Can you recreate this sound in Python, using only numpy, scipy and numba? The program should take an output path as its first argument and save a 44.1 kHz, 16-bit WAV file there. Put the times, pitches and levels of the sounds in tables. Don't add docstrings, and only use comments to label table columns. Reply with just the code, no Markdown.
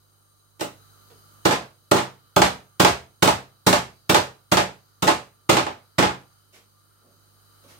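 import sys
import numpy as np
from scipy import signal
from scipy.fft import rfft, irfft
from scipy.io import wavfile
from numba import njit

SR = 44100
rng = np.random.default_rng(int(sys.argv[2]) if len(sys.argv) > 2 else 0)


def log_audio(samples):
    frames = np.atleast_2d(samples).T
    limited = np.clip(frames, -1, 1)
    pcm = np.round(limited * 32767).astype(np.int16)
    wavfile.write(sys.argv[1], SR, pcm)


N = 343715
T = np.arange(N) / SR
SHORT_T = T[:int(SR * .6)]

# t/s, force/dB, board ring on top of the force/dB, squash time/s,
# treble cutoff/Hz, board's time in the air/s, landing level/dB, rocking time/s
BLOWS = [(1.452, -8, 1.5, .0052, 9000, 0.057, -20.5, .016),
         (1.913, -5.5, 2, 0.0045, 10000, 0.051, -23.5, 0),
         (2.363, -5.5, -2.5, 0.0023, 14000, 0.055, -10, 0),
         (2.797, -5, -2.5, 0.0056, 13500, 0.051, -9.5, 0),
         (3.223, -5, -3, 0.0067, 13000, 0.052, -15, 0.00045),
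         (3.665, -5, -8.5, 0.007, 13000, 0.063, -13, 0.001),
         (4.093, -8.5, -3, .007, 14000, 0.052, -11.5, 0.0025),
         (4.517, -7.5, -4.5, .006, 10000, .0535, -13.5, 0.0015),
         (5.023, -11.5, -9.5, 0.0047, 11500, 0.054, -14, 0.0069),
         (5.491, -5, 1.5, 0.0087, 7500, 0.077, -15.5, 0.039),
         (5.982, -7, -12, 0.0067, 5500, 0.044, -15.5, 0.018)]
# f/Hz, level/dB
KNOCK_TONE = [(100, -15.5), (250, 1), (400, 2.5), (900, -0.5), (1400, 0.5), (2000, -19), (4000, -25.5),
              (12000, -35.5)]
# f/Hz, level/dB
SLAP_TONE = [(300, -11), (1000, -7), (2000, -1), (3900, -1), (4800, -5), (8900, -6.5), (10000, -13),
             (12500, -11), (16000, -11)]
# f/Hz, level/dB
CLACK_TONE = [(100, -8.5), (300, -10), (800, -2), (1300, -4.5), (2000, -6.5), (3800, -10), (6000, -14.5),
              (8900, -17.5), (10000, -24), (12500, -23.5), (16000, -33.5)]
# f/Hz, level/dB, time to fade 60 dB/s, left minus right/dB
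WOOD_NOTES = [(75, -19, .33, -3), (102, -11, .22, -5), (130, -15, .45, -3), (157, -12, .16, -4),
              (186, -6, .33, -5), (203, -13, .26, -6), (278, -4, .21, -2), (329, 1, .18, -5),
              (358, -3, .15, -4), (394, -6, .22, -1), (450, -9, .1, 0), (565, -8, .12, 2),
              (591, -3, .19, -7), (696, -4, .19, 3), (762, -7, .17, 1), (841, 1, .18, 3), (864, -2, .2, -7),
              (980, -6, .16, -5), (1033, -6, .2, 0), (1121, -6, .15, -2), (1223, -3, .2, 0),
              (1495, -11, .18, 0), (1666, -10, .2, 0), (2384, -10, .17, 0)]
# t/s, level/dB, rise time/s, scuff compared with bump/dB
COOK_MOVES = [(1.097, -48, 0.0061, -6.5), (6.521, -57.5, .02, 6.5), (6.995, -63, 0.051, -21.5),
              (7.629, -52, .011, -6.5), (7.674, -57, 0.023, 6)]
# f/Hz, time to fade 60 dB/s
ECHO_TIMES = [(100, 0.31), (400, 0.31), (1100, 0.28), (3000, 0.27), (8000, 0.26), (16000, 0.24)]
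# f/Hz, level/dB
HUM_TONES = [(50, -17.5), (100, -4), (150, -14), (200, -21.5)]
# f/Hz, level/dB
HISS_TONE = [(25, -23), (70, -12), (170, -14.5), (330, -12.5), (700, -18), (1300, -18.5), (2300, -37.5),
             (3900, -27), (5600, -29), (8900, -26.5), (12000, -20), (16000, -25)]
# f/Hz, width/Hz, level/dB
HISS_PEAKS = [(1189, 9.8, -11), (1345, 150, -8.5), (3060, 62, -17), (3980, 67, -12), (4610, 430, -10),
              (6380, 180, -14), (8970, 100, -10)]
# t/s, level/dB
BACKGROUND_LEVEL = [(0.0, -68), (0.54, -68.5), (0.78, -62.5), (1.52, -60.5), (1.65, -67), (5.21, -68),
                    (6.99, -67.5), (7.79, -62)]

USUAL_SQUASH_S = .007


def pounding(lead_s=.002, sink_s=.0023, bend_s=.00036, thud_s=.001):
    knock, slap, bend, thud = np.zeros((4, N))
    for s, db, ring_db, squash_s, top_hz, wet_db in meat_contacts():
        squash = (SHORT_T / squash_s) ** 2 * np.exp(-2.6 * SHORT_T / squash_s)
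        spray_gain = gain(db - 14 + wet_db) * np.sqrt(squash_s / USUAL_SQUASH_S)
        add(slap, s - lead_s, spray_gain * soften(crackle(squash, spread_db=11.5), top_hz))
        add(knock, s + sink_s, gain([db]))
        add(bend, s + sink_s, gain(db + ring_db) * push(bend_s))
        add(thud, s + sink_s, gain(db + 3.5) * push(thud_s))
    sound = gain(34) * shape_tone(knock, KNOCK_TONE) + gain(43) * shape_tone(slap, SLAP_TONE)
    return sound, band(bend, 310, 1500) + thud


def meat_contacts(flop_s=.6083, flop_db=-23):
    # t/s, force/dB, board ring/dB, squash time/s, treble cutoff/Hz, extra wetness/dB
    tip = (flop_s - .016, flop_db - 18, 4, .011, 13000, 6.5)
    body = (flop_s, flop_db, 4, .0034, 13000, 6.5)
    slump = (flop_s + .032, flop_db - 16.5, 14.5, USUAL_SQUASH_S, 13000, 6.5)
    return [tip, body, slump] + [(*blow[:5], 0) for blow in BLOWS]


def clatter(contact_s=.00008, ticks_per_s=800, chatter_s=.032):
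    cracks, chatter = np.zeros((2, N))
    for s, crack_db, chatter_db, top_hz in board_touches():
        touches = rng.random(len(SHORT_T)) < ticks_per_s / SR
        ticks = crackle(touches * np.exp(-(SHORT_T / chatter_s) ** 2), spread_db=-1)
        add(chatter, s, gain(chatter_db) * soften(ticks, top_hz))
        add(cracks, s, gain(crack_db) * soften(signal.unit_impulse(len(SHORT_T)), top_hz))
    load = cracks + gain(-3) * chatter
    force = band(convolve(load, push(contact_s))[0], 450, 4100)
    return gain(41) * shape_tone(cracks + chatter, CLACK_TONE), gain(-1) * force


def board_touches(flat_s=.003):
    for s, *_, top_hz, air_s, landing_db, rock_s in BLOWS:
        down_s, crack_hz = s + air_s, .96 * top_hz
        chatter_db = -15.5 + .18 * landing_db
        yield down_s, landing_db, chatter_db, crack_hz
        if rock_s > flat_s:
            yield down_s - rock_s, landing_db - 8.5, chatter_db - 3, crack_hz
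            yield down_s + 2.5 * rock_s, landing_db - 9, chatter_db - 16.5, 2800


def wood_ring(build_s=.00075):
    ring = 0
    for k, (hz, db, fade_s, pan_db) in enumerate(WOOD_NOTES):
        phase_shift = (-1) ** (k // 2) * .69 * np.sqrt(min(hz / 600, 2)) * np.array([[1], [-1]])
        wave = np.sin(2 * np.pi * hz * SHORT_T + phase_shift)
        ring = ring + gain(db) * pan(pan_db) * wave * np.exp(-np.log(1000) * SHORT_T / fade_s)
    return ring * (1 - np.exp(-SHORT_T / build_s))


def shuffles():
    track = np.zeros(N)
    for s, db, rise_s, scuff_db in COOK_MOVES:
        bump, scuff = rng.standard_normal((2, len(SHORT_T)))
        noise = unit(band(bump, 170, 650)) + gain(scuff_db) * unit(band(scuff, 800, 5200, order=1))
        add(track, s, gain(db) * noise * SHORT_T / rise_s * np.exp(1 - SHORT_T / rise_s))
    return track


def kitchen_echo(direct_db=-20, early_db=2, early_s=.0019, alike_hz=640):
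    echo = np.zeros((2, len(SHORT_T)))
    early = gain(early_db) * np.exp(-SHORT_T / early_s)
    for hz in 70 * 2 ** (np.arange(17) / 2):
        middle, side = band(rng.standard_normal((2, len(SHORT_T))), hz / 2 ** .25, hz * 2 ** .25, order=3)
        noise = middle + side * np.array([[1], [-1]]) / np.sqrt(1 + (alike_hz / hz) ** 4)
        late = np.exp(-np.log(1000) * SHORT_T / lookup(ECHO_TIMES, hz))
        tail = noise * (late + early)
        band_energy = hz / np.sqrt(2) / SR
        echo += tail * np.sqrt(band_energy / np.sum(tail ** 2, axis=1, keepdims=True))
    echo[:, 0] += gain(direct_db)
    return echo * pan(-1.74)


def in_kitchen(x):
    out = np.zeros((2, N))
    edges = [0] + [int((blow[0] - .05) * SR) for blow in BLOWS] + [N]
    for start, end in zip(edges, edges[1:]):
        for track, echo in zip(out, convolve(x[:, start:end], kitchen_echo())):
            add(track, start / SR, echo)
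    return out


def hum_and_hiss(waver_db=1, flicker_db=2):
    hiss = gain(3) * unit(shape_tone(rng.standard_normal((2, N)), HISS_TONE))
    for hz, width, db in HISS_PEAKS:
        noise = unit(band(rng.standard_normal((2, N)), hz - width / 2, hz + width / 2, order=1))
        hiss += gain(db + 5 + flicker_db * drift(per_s=4.9)) * noise
    hum = sum(gain(db) * unit(np.sin(2 * np.pi * (hz * T + rng.random()))) for hz, db in HUM_TONES)
    hum = hum * gain(4 + waver_db * drift(per_s=5)) * pan(-8.5)
    level_db = np.interp(T, *np.transpose(BACKGROUND_LEVEL))
    return (hiss + hum) * gain(level_db)


def push(rise_s):
    force = SHORT_T * np.exp(-SHORT_T / rise_s)
    return force / force.sum()


def crackle(outline, spread_db):
    x = rng.standard_normal(len(SHORT_T)) * gain(spread_db * rng.standard_normal(len(SHORT_T))) * outline
    return x / np.sqrt(np.sum(x ** 2))


def drift(per_s):
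    steps = rng.standard_normal(400)
    return np.interp(T * per_s, np.arange(len(steps)), steps)


def gain(db):
    return 10 ** (np.asarray(db) / 20)


def unit(x):
    return x / np.sqrt(np.mean(x ** 2))


def pan(db):
    return gain(np.array([[db], [-db]]) / 2)


def add(track, s, x):
    i = int(s * SR)
    track[i:i + len(x)] += x[:N - i]


def lookup(points, hz):
    f, value = np.transpose(points)
    return np.interp(np.log(np.maximum(hz, 1)), np.log(f), value)


def convolve(x, response):
    return signal.oaconvolve(np.atleast_2d(x), np.atleast_2d(response), axes=1)[:, :N]


def shape_tone(x, points, size=4096):
    curve_db = lookup(points, np.arange(size // 2 + 1) * SR / size)
    cepstrum = irfft(curve_db * np.log(10) / 20)
    cepstrum[1:size // 2] *= 2
    cepstrum[size // 2 + 1:] = 0
    return convolve(x, irfft(np.exp(rfft(cepstrum))))


def band(x, lo_hz, hi_hz, order=2):
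    edges_hz = [lo_hz, min(hi_hz, SR / 2 - 100)]
    return signal.sosfilt(signal.butter(order, edges_hz, "band", fs=SR, output="sos"), x)


def soften(x, top_hz):
    return signal.sosfilt(signal.butter(1, min(top_hz, .45 * SR), fs=SR, output="sos"), x)


@njit
def follow(x, attack, release):
    out, level = np.empty(len(x)), 0.
    for i in range(len(x)):
        level += (x[i] - level) * (attack if x[i] > level else release)
        out[i] = level
    return out


def scene(directions=3):
    air, movement = 0, shuffles()
    for _ in range(directions):
        slaps, blow_force = pounding()
        clacks, landing_force = clatter()
        air = air + in_kitchen(slaps + clacks + movement) / np.sqrt(directions)
    wood = convolve(blow_force + landing_force, wood_ring())
    wood = band(wood, 120, 8500, order=4)
    return air + wood + hum_and_hiss()


def record(dry, limit_db=-3, attack_s=.0003, release_s=.05, top_hz=15800):
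    level = follow(np.abs(dry).max(axis=0), 1 / (attack_s * SR), 1 / (release_s * SR))
    held = dry / np.maximum(level / gain(limit_db), 1)
    rounded = held / (1 + held ** 6) ** (1 / 6)
    return signal.sosfilt(signal.ellip(8, .2, 70, top_hz, fs=SR, output="sos"), rounded)


dry = scene()
out = record(dry)
log_audio(out)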